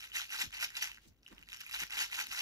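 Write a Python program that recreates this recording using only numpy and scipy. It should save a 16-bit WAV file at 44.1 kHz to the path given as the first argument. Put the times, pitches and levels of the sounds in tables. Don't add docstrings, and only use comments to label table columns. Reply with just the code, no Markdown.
import sys
import numpy as np
from scipy import signal
from scipy.fft import rfft, irfft
from scipy.io import wavfile
from scipy.ndimage import uniform_filter1d

SR = 44100
rng = np.random.default_rng(int(sys.argv[2]) if len(sys.argv) > 2 else 0)


def transcribe(signal):
    frames = np.atleast_2d(signal).T
    limited = np.clip(frames, -1, 1)
    pcm = np.round(limited * 32767).astype(np.int16)
    wavfile.write(sys.argv[1], SR, pcm)


N = 106589


def amp(db):
    return 10 ** (np.asarray(db) / 20)


def unit(x):
    return x / np.sqrt(np.mean(x ** 2) + 1e-20)


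def read(points, hz):
    f, value = np.transpose(points)
    return np.interp(np.log(hz + 1), np.log(f + 1), value)


def add(mix, s, sound):
    part = mix[:, max(round(s * SR), 0):][:, :sound.shape[1]]
    part += sound[:, :part.shape[1]]


def shaped(x, gain):
    hz = np.fft.rfftfreq(2 * N, 1 / SR)
    return irfft(rfft(x, 2 * N) * gain(hz))[..., :N]


def causal(gain):
    log_gain = np.log(np.maximum(gain, 1e-5))
    mirrored = np.r_[log_gain, log_gain[-2:0:-1]]
    return np.exp(np.conj(signal.hilbert(mirrored)))[:len(gain)]


# (frequency [Hz], relative level [dB])
HUSH_SPECTRUM = [(15, -13), (25, -33), (33, -15), (46, 13), (62, -8.5), (90, -1), (130, -9.5), (250, -11),
                 (500, -20), (1000, -26), (3000, -34), (7000, -51.5), (15000, -35)]
HUSH_DB, HUSH_SIDE_DB = -70, -11


def hush():
    noise = rng.standard_normal((2, N))
    mid, side = unit(shaped(noise, lambda hz: amp(read(HUSH_SPECTRUM, hz))))
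    return amp(HUSH_DB) * (mid + amp(HUSH_SIDE_DB) * np.array([side, -side]))


# (frequency [Hz], time to fall by 60 dB [s])
TAIL_T60 = [(200, 0.26), (1300, 0.1), (3500, 0.19), (9000, 0.16), (15000, 0.19)]
# (frequency [Hz], gain [dB])
REFLECTION_COLOUR = [(500, 7), (1200, 3), (2500, -1.5), (4500, 4.5), (7000, 5), (8500, -15), (15000, 11)]
EARLY_DB, EARLY_S = -10, .0014
TAIL_DB = -11
REFLECTIONS_PER_S = 3000


def room(x, size=22050):
    t = np.arange(size) / SR
    signs = rng.choice([-1., 1.], (2, 2, size))
    near, far = signs * (rng.random((2, 2, size)) < REFLECTIONS_PER_S / SR)
    near = near * np.exp(-t / EARLY_S) * (t > .001)
    hz, age, bands = signal.stft(far * (t > .005), SR, nperseg=256)
    decay = amp(-60 * age / read(TAIL_T60, hz)[:, None])
    tail = signal.istft(bands * decay, SR, nperseg=256)[1][:, :size]
    response = (amp(EARLY_DB) * unit(near) + amp(TAIL_DB) * unit(tail)) / np.sqrt(size)
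    reflected = signal.fftconvolve(x, response, axes=1)[:, :N]
    return x + shaped(reflected, lambda hz: amp(read(REFLECTION_COLOUR, hz)))


# (centre time [s], level [dB], Gaussian length [s], pitch at the centre [Hz])
KNOCKS = [(0.423, -66, 0.023, 334), (0.465, -54.5, 0.021, 123), (0.638, -67, 0.015, 340),
          (0.842, -70.5, 0.024, 273), (1.079, -62, 0.017, 167), (1.115, -64, .012, 83.6),
          (1.333, -59, 0.016, 215.5), (1.406, -66.5, 0.021, 173.2), (1.83, -55, 0.01, 225.5),
          (2.019, -63.5, 0.015, 302), (2.302, -65.5, 0.014, 163)]
SAG_S, LOWEST_HZ, HIGHEST_HZ = 0.03475, 48.5, 395.7
ROUGHNESS, FLUTTER_HZ = 2.2, 125


def bumps():
    t, out = np.arange(N) / SR, np.zeros((2, N))
    white = rng.standard_normal((2, 2, N))
    noise = unit(shaped(white, lambda hz: 1 / (1 + (hz / FLUTTER_HZ) ** 2)))
    flutter = 1 + ROUGHNESS * (noise[0] + 1j * noise[1]) / np.sqrt(2)
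    for s, db, length, pitch in KNOCKS:
        hz = np.clip(pitch * np.exp(np.minimum((s - t) / SAG_S, 10)), LOWEST_HZ, HIGHEST_HZ)
        cycles = np.cumsum(hz) / SR + rng.random()
        thud = (flutter * np.exp(2j * np.pi * cycles)).real
        out += amp(db) * unit(thud) * np.exp(-.5 * ((t - s) / length) ** 2)
    return out


# (centre time [s], level [dB], Gaussian length [s], centre frequency [Hz])
SKIN_RUBS = [(1.044, -66.5, 0.02, 2800), (1.081, -67, 0.01, 5870), (1.326, -58.5, 0.01, 1390),
             (1.382, -64, 0.026, 1600)]
RUB_OCTAVES, RUB_GRAIN = 1.0, 0.38


def rubs():
    t, out = np.arange(N) / SR, np.zeros((2, N))
    for s, db, length, centre in SKIN_RUBS:
        white = rng.standard_normal((2, N))
        grain = unit(uniform_filter1d(rng.standard_normal(N), size=60))
        grains = white * np.exp(RUB_GRAIN * grain)
        rub = shaped(grains, lambda hz: 1 / (1 + (np.log2((hz + 1) / centre) / RUB_OCTAVES) ** 2))
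        out += amp(db) * unit(rub) * np.exp(-.5 * ((t - s) / length) ** 2)
    return out


# (start time [s], level [dB], pitch [Hz], decay [s]; the envelope peaks after half the decay)
FINGER_SNAPS = [(1.2638, -33, 2880, 0.0015)]


def snaps():
    t, out = np.arange(N) / SR, np.zeros((2, N))
    for s, db, pitch, decay in FINGER_SNAPS:
        envelope = 2 * t / decay * np.exp(-2 * t / decay)
        snap = amp(db) * envelope * np.sin(2 * np.pi * pitch * t)
        add(out, s, np.tile(snap, (2, 1)))
    return out


# (frequency [Hz], relative gain [dB])
SHAKER_COLOUR = [(100, -39.5), (250, -17.5), (410, -16.5), (620, -21.5), (850, -5), (1060, -4), (1700, 0),
                 (2700, 5.5), (3500, -1), (5000, -4.5), (6100, -4), (7200, -1.5), (9000, -8.5), (12000, -3),
                 (15500, -23)]
# (frequency [Hz], width [Hz], lift [dB])
COVER_MODES = [(403, 49, -11), (1105, 41, -7.5), (1671, 91, -7), (2290, 67, -7.5), (2710, 410, -12.5),
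               (3984, 900, -14.5), (5760, 1050, -9.5)]


def shell(hz):
    modes = sum(amp(db) / (1 + 2j * (hz - f) / width) for f, width, db in COVER_MODES)
    return causal(unit(amp(read(SHAKER_COLOUR, hz)) * abs(1 + modes)))


CRACK_S, CRACK_SPREAD = .00042, 0.1
PORT_LAG_S, LAG_SPREAD_S = 0.00017, .000016
PORT_UNLIKE = .42


def click(pitch, ring_db, ring_s, contact=0, size=448):
    t, hz = np.arange(size) / SR, np.fft.rfftfreq(size, 1 / SR)
    noise = rng.standard_normal((3, size))
    crack_s = CRACK_S * np.exp(CRACK_SPREAD * (2 * rng.random() - 1))
    cracks = noise * np.exp(-t / crack_s)
    ring = unit(np.sin(2 * np.pi * pitch * t) * np.exp(-t / ring_s))
    first_touch = unit(signal.unit_impulse(size))
    sound = unit(unit(cracks[0]) + contact * first_touch) + amp(ring_db) * ring
    ports = rfft(np.roll(sound + PORT_UNLIKE * unit(cracks[1:]), 10, axis=1))
    lag = PORT_LAG_S + LAG_SPREAD_S * rng.standard_normal()
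    ports[0] *= np.exp(-2j * np.pi * hz * lag)
    return unit(irfft(ports)) / np.sqrt(size)


# (time [s], level before the common gain [dB], ring pitch [Hz], ring against crack [dB], ring decay [s])
SINGLE_GEMS = [(0.1175, -46.5, 3020, 15, 0.002), (0.127, -50, 2940, 5, .003),
               (0.155, -36.5, 1830, 18, 0.0026), (0.1645, -40, 5950, -7, .001),
               (0.168, -32.5, 2010, 12, 0.0018), (0.1803, -38, 2600, 19, 0.0022),
               (0.1982, -36, 1430, 10, .0013), (0.216, -53, 1890, 2, 0.0012),
               (0.3173, -39, 5960, 1, 0.0011), (0.3219, -41, 6000, 17, 0.0018),
               (0.343, -46, 1420, 13, 0.0022), (0.387, -38.5, 4010, 20, 0.0043),
               (0.413, -40, 1990, 22, 0.0034), (0.4262, -41, 1790, -11, 0.00099),
               (0.4635, -49, 2780, -6, 0.0011), (0.477, -54, 2510, -19, 0.00065),
               (0.5066, -49, 1770, -8, .001), (0.5263, -48, 3060, 18, 0.0022),
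               (0.6277, -50, 5500, -7, .001), (0.6385, -49, 2900, 5, 0.0014), (0.657, -46, 5000, -5, .001),
               (0.6898, -48, 2750, 2, 0.00086), (0.7036, -43, 1830, -7, 0.0016),
               (0.7535, -42, 4000, 11, 0.0018), (0.7683, -32.5, 4750, 31, 0.00028),
               (0.8256, -29.5, 5800, 3, 0.00086), (0.8254, -32.5, 1850, 17, 0.002),
               (0.8734, -39, 2800, -7, 0.00089), (0.898, -47, 1040, 8, 0.0021),
               (0.916, -45, 2860, 6, .0007), (0.974, -51.5, 1780, 24, .0007),
               (0.982, -52, 1760, 12, 0.00071), (1.2312, -59.5, 5400, 4, 0.0004),
               (1.2787, -48.5, 3060, -5, 0.00093), (1.2857, -55, 2920, -10, .0006),
               (1.3809, -51.5, 3080, 9, .0006), (1.3919, -53, 2290, -5, .0006),
               (1.414, -56, 1740, -8, 0.0011), (1.4266, -50.5, 2800, 0, .0006),
               (1.4332, -56.5, 2800, 3, 0.00054), (1.4763, -57, 1870, 10, 0.0015),
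               (1.4878, -44.5, 2830, -18, 0.0018), (1.5194, -44.5, 3740, -2, 0.0014),
               (1.5228, -60, 2200, 4, 0.0009), (1.5298, -39, 2940, 0, 0.00052),
               (1.5354, -42.5, 5760, 4, 0.00047), (1.544, -40.5, 3160, -6, 0.0011),
               (1.548, -44.5, 5900, -19, .0008), (1.5637, -45, 5600, -9, .001),
               (1.571, -44.5, 5800, -2, 0.00068), (1.6061, -41, 2130, -26, 0.0012),
               (1.615, -38.5, 5730, -3.5, 0.00046), (1.635, -45.5, 1480, -4, 0.0013),
               (1.6643, -43, 2500, 1.5, 0.0023), (1.671, -48, 2350, -10, 0.0015),
               (1.6956, -48, 1240, 1, 0.0016), (1.7117, -39.5, 2570, -3, 0.0013),
               (1.7414, -32, 1830, -3, 0.00043), (1.7463, -35, 4150, 6, 0.0023),
               (1.8028, -34, 6210, 7, 0.0012), (1.8075, -36.5, 1780, 0, 0.0011),
               (1.8674, -48, 1700, -16, 0.00077), (1.876, -48, 5510, 0, 0.00071),
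               (1.9137, -48, 1440, 7, 0.0015), (1.9489, -41, 1730, -4, .0013),
               (2.011, -30, 2600, -3, 0.0011), (2.0185, -35, 1760, 13, 0.0017),
               (2.0435, -35.5, 2170, 1, 0.0011), (2.061, -40, 5570, -18, .0006),
               (2.082, -46, 2400, -6, .0008), (2.0986, -47, 1420, 6, 0.00079),
               (2.1258, -49, 1900, 6, 0.0014), (2.156, -41, 2780, -14, 0.00099),
               (2.191, -36, 2550, 1, 0.0015), (2.2687, -37, 4170, -13, 0.00097),
               (2.3149, -39.5, 2700, 8, 0.0016), (2.3223, -39, 4160, 11, 0.0023),
               (2.3917, -31, 5750, 3, 0.00064)]
TICK_GAIN_DB, CONTACT = 15.5, 1.6
TICK_THIN_HZ = 1014


def ticks():
    out = np.zeros((2, N))
    for s, db, pitch, ring_db, ring_s in SINGLE_GEMS:
        add(out, s, amp(db + TICK_GAIN_DB) * click(pitch, ring_db, ring_s, CONTACT))
    return signal.lfilter(*signal.butter(4, TICK_THIN_HZ, "high", fs=SR), out)


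# (peak time [s], level [dB], rise [s], fall [s], low body [dB])
GEM_SWARMS = [(0.013, -59.5, 0.015, 0.017, -25), (0.046, -50.5, 0.014, 0.036, -1.5),
              (0.153, -45, 0.02, 0.01, -2), (0.169, -37.5, 0.024, 0.042, -12.5),
              (0.204, -48, 0.01, 0.0081, -2), (0.219, -41, 0.011, 0.015, -1),
              (0.324, -50, 0.0024, 0.031, -15), (0.347, -40.5, 0.039, 0.036, -3),
              (0.42, -35, 0.035, 0.02, -6.5), (0.537, -49, 0.015, 0.03, 2.5),
              (0.573, -51.5, 0.038, 0.087, 5.5), (0.645, -34, 0.035, 0.0082, -8.5),
              (0.755, -48, 0.009, 0.036, -1), (0.768, -39, 0.0058, 0.025, -2.5),
              (0.83, -35.5, 0.017, 0.024, -5.5), (0.889, -54.5, 0.048, 0.039, 0),
              (1.546, -60.5, 0.022, 0.012, -13), (1.611, -47, 0.012, 0.0068, -10),
              (1.747, -40.5, 0.024, 0.042, -4), (1.808, -37.5, 0.019, 0.021, -5),
              (1.833, -40, 0.018, 0.0069, -2.5), (1.925, -46, 0.022, 0.027, 2),
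              (1.962, -45, 0.04, 0.066, -2), (2.007, -38, 0.054, 0.012, -2.5),
              (2.023, -35, 0.021, 0.022, -7), (2.131, -44, 0.0087, 0.015, -8),
              (2.159, -40.5, 0.041, 0.046, -4.5), (2.204, -37.5, 0.016, 0.028, -1.5),
              (2.322, -41.5, 0.017, 0.057, -6), (2.358, -52, 0.017, 0.051, -12),
              (2.402, -39.5, 0.03, 0.087, -1.5)]
# (time [s], level [dB])
CREEPING = [(0, -49.5), (.1, -65.5), (.28, -67), (.5, -81), (.72, -63), (.96, -63.5), (1.01, -76.5),
            (1.2, -87), (1.28, -64.5), (1.41, -74.5), (1.475, -74), (1.5, -54.5), (1.58, -61), (1.655, -58),
            (1.7, -53), (2.1, -74.5), (2.42, -41)]
CREEP_BODY_DB, BODY_HZ = -5, 3000
HITS_PER_S, BUSY_DB = 4800, -33.5
CROWDING = .38
SIZE_SPREAD_DB = 3.3
LOWEST_SPOT_HZ, HIGHEST_SPOT_HZ = 1376, 6450
RING_S, RING_DB = .0009, 0
CLUMP_S, CLUMP_DB = .016, 4.2
BOOM_HZ, BOOM_DB, BOOM_GROWTH = 900, 7, 0.5


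def swarms(spots=64, cells=12):
    t = np.arange(N) / SR
    power = amp(np.interp(t, *np.transpose(CREEPING))) ** 2
    low_power = power * amp(CREEP_BODY_DB) ** 2
    for s, db, rise, fall, body_db in GEM_SWARMS:
        nepers = np.where(t < s, ((s - t) / rise) ** 2, (t - s) / fall)
        surge = (amp(db) * np.exp(-np.minimum(nepers, 20))) ** 2
        power = power + surge
        low_power = low_power + surge * amp(body_db) ** 2

    force = np.sqrt(power) / amp(BUSY_DB)
    chance = HITS_PER_S / SR * force ** CROWDING
    sizes = unit(amp(SIZE_SPREAD_DB * np.clip(rng.standard_normal(N), -2, 2)))
    strength = sizes * rng.choice([-1, 1], N)
    hits = np.flatnonzero(rng.random(N) < chance)
    spot = rng.integers(0, spots, N)

    wander = unit(uniform_filter1d(rng.standard_normal((cells, N)), round(CLUMP_S * SR)))
    clumps = amp(CLUMP_DB * wander)
    clumps = clumps / np.sqrt(np.mean(clumps ** 2, axis=0))

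    pitches = np.geomspace(LOWEST_SPOT_HZ, HIGHEST_SPOT_HZ, spots)
    clicks = [click(pitch, RING_DB, RING_S) for pitch in pitches]
    out = np.zeros((2, N))
    for i in hits:
        share = clumps[spot[i] * cells // spots, i]
        per_hit = np.sqrt(power[i] / chance[i])
        add(out, t[i], strength[i] * share * per_hit * clicks[spot[i]])

    low = signal.lfilter(*signal.butter(1, BODY_HZ, fs=SR), out)
    out = out + (np.sqrt(low_power / power) - 1) * low
    boom = signal.sosfiltfilt(signal.butter(4, BOOM_HZ, fs=SR, output="sos"), out)
    return out + (amp(BOOM_DB) * force ** BOOM_GROWTH - 1) * boom


# (frequency [Hz], left minus right [dB])
PORT_LEAN = [(200, -1.5), (600, -11), (1100, -0.5), (1600, -2.5), (2800, -1), (4300, 0.5), (5200, 1.5),
             (6400, 5.5), (8000, -2.5), (15000, 0.5)]


def lean(x):
    return shaped(x, lambda hz: amp(np.outer([.5, -.5], read(PORT_LEAN, hz))))


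def scene():
    gems = shaped(swarms() + ticks(), shell)
    heard = lean(room(gems + rubs() + snaps()))
    return heard + bumps() + hush()


EDGE_HZ = 15700


def record(dry):
    low_pass = signal.firwin(511, EDGE_HZ, window=("kaiser", 9), fs=SR)
    return signal.oaconvolve(dry, low_pass[None], "same")


dry = scene()
out = record(dry)
transcribe(out)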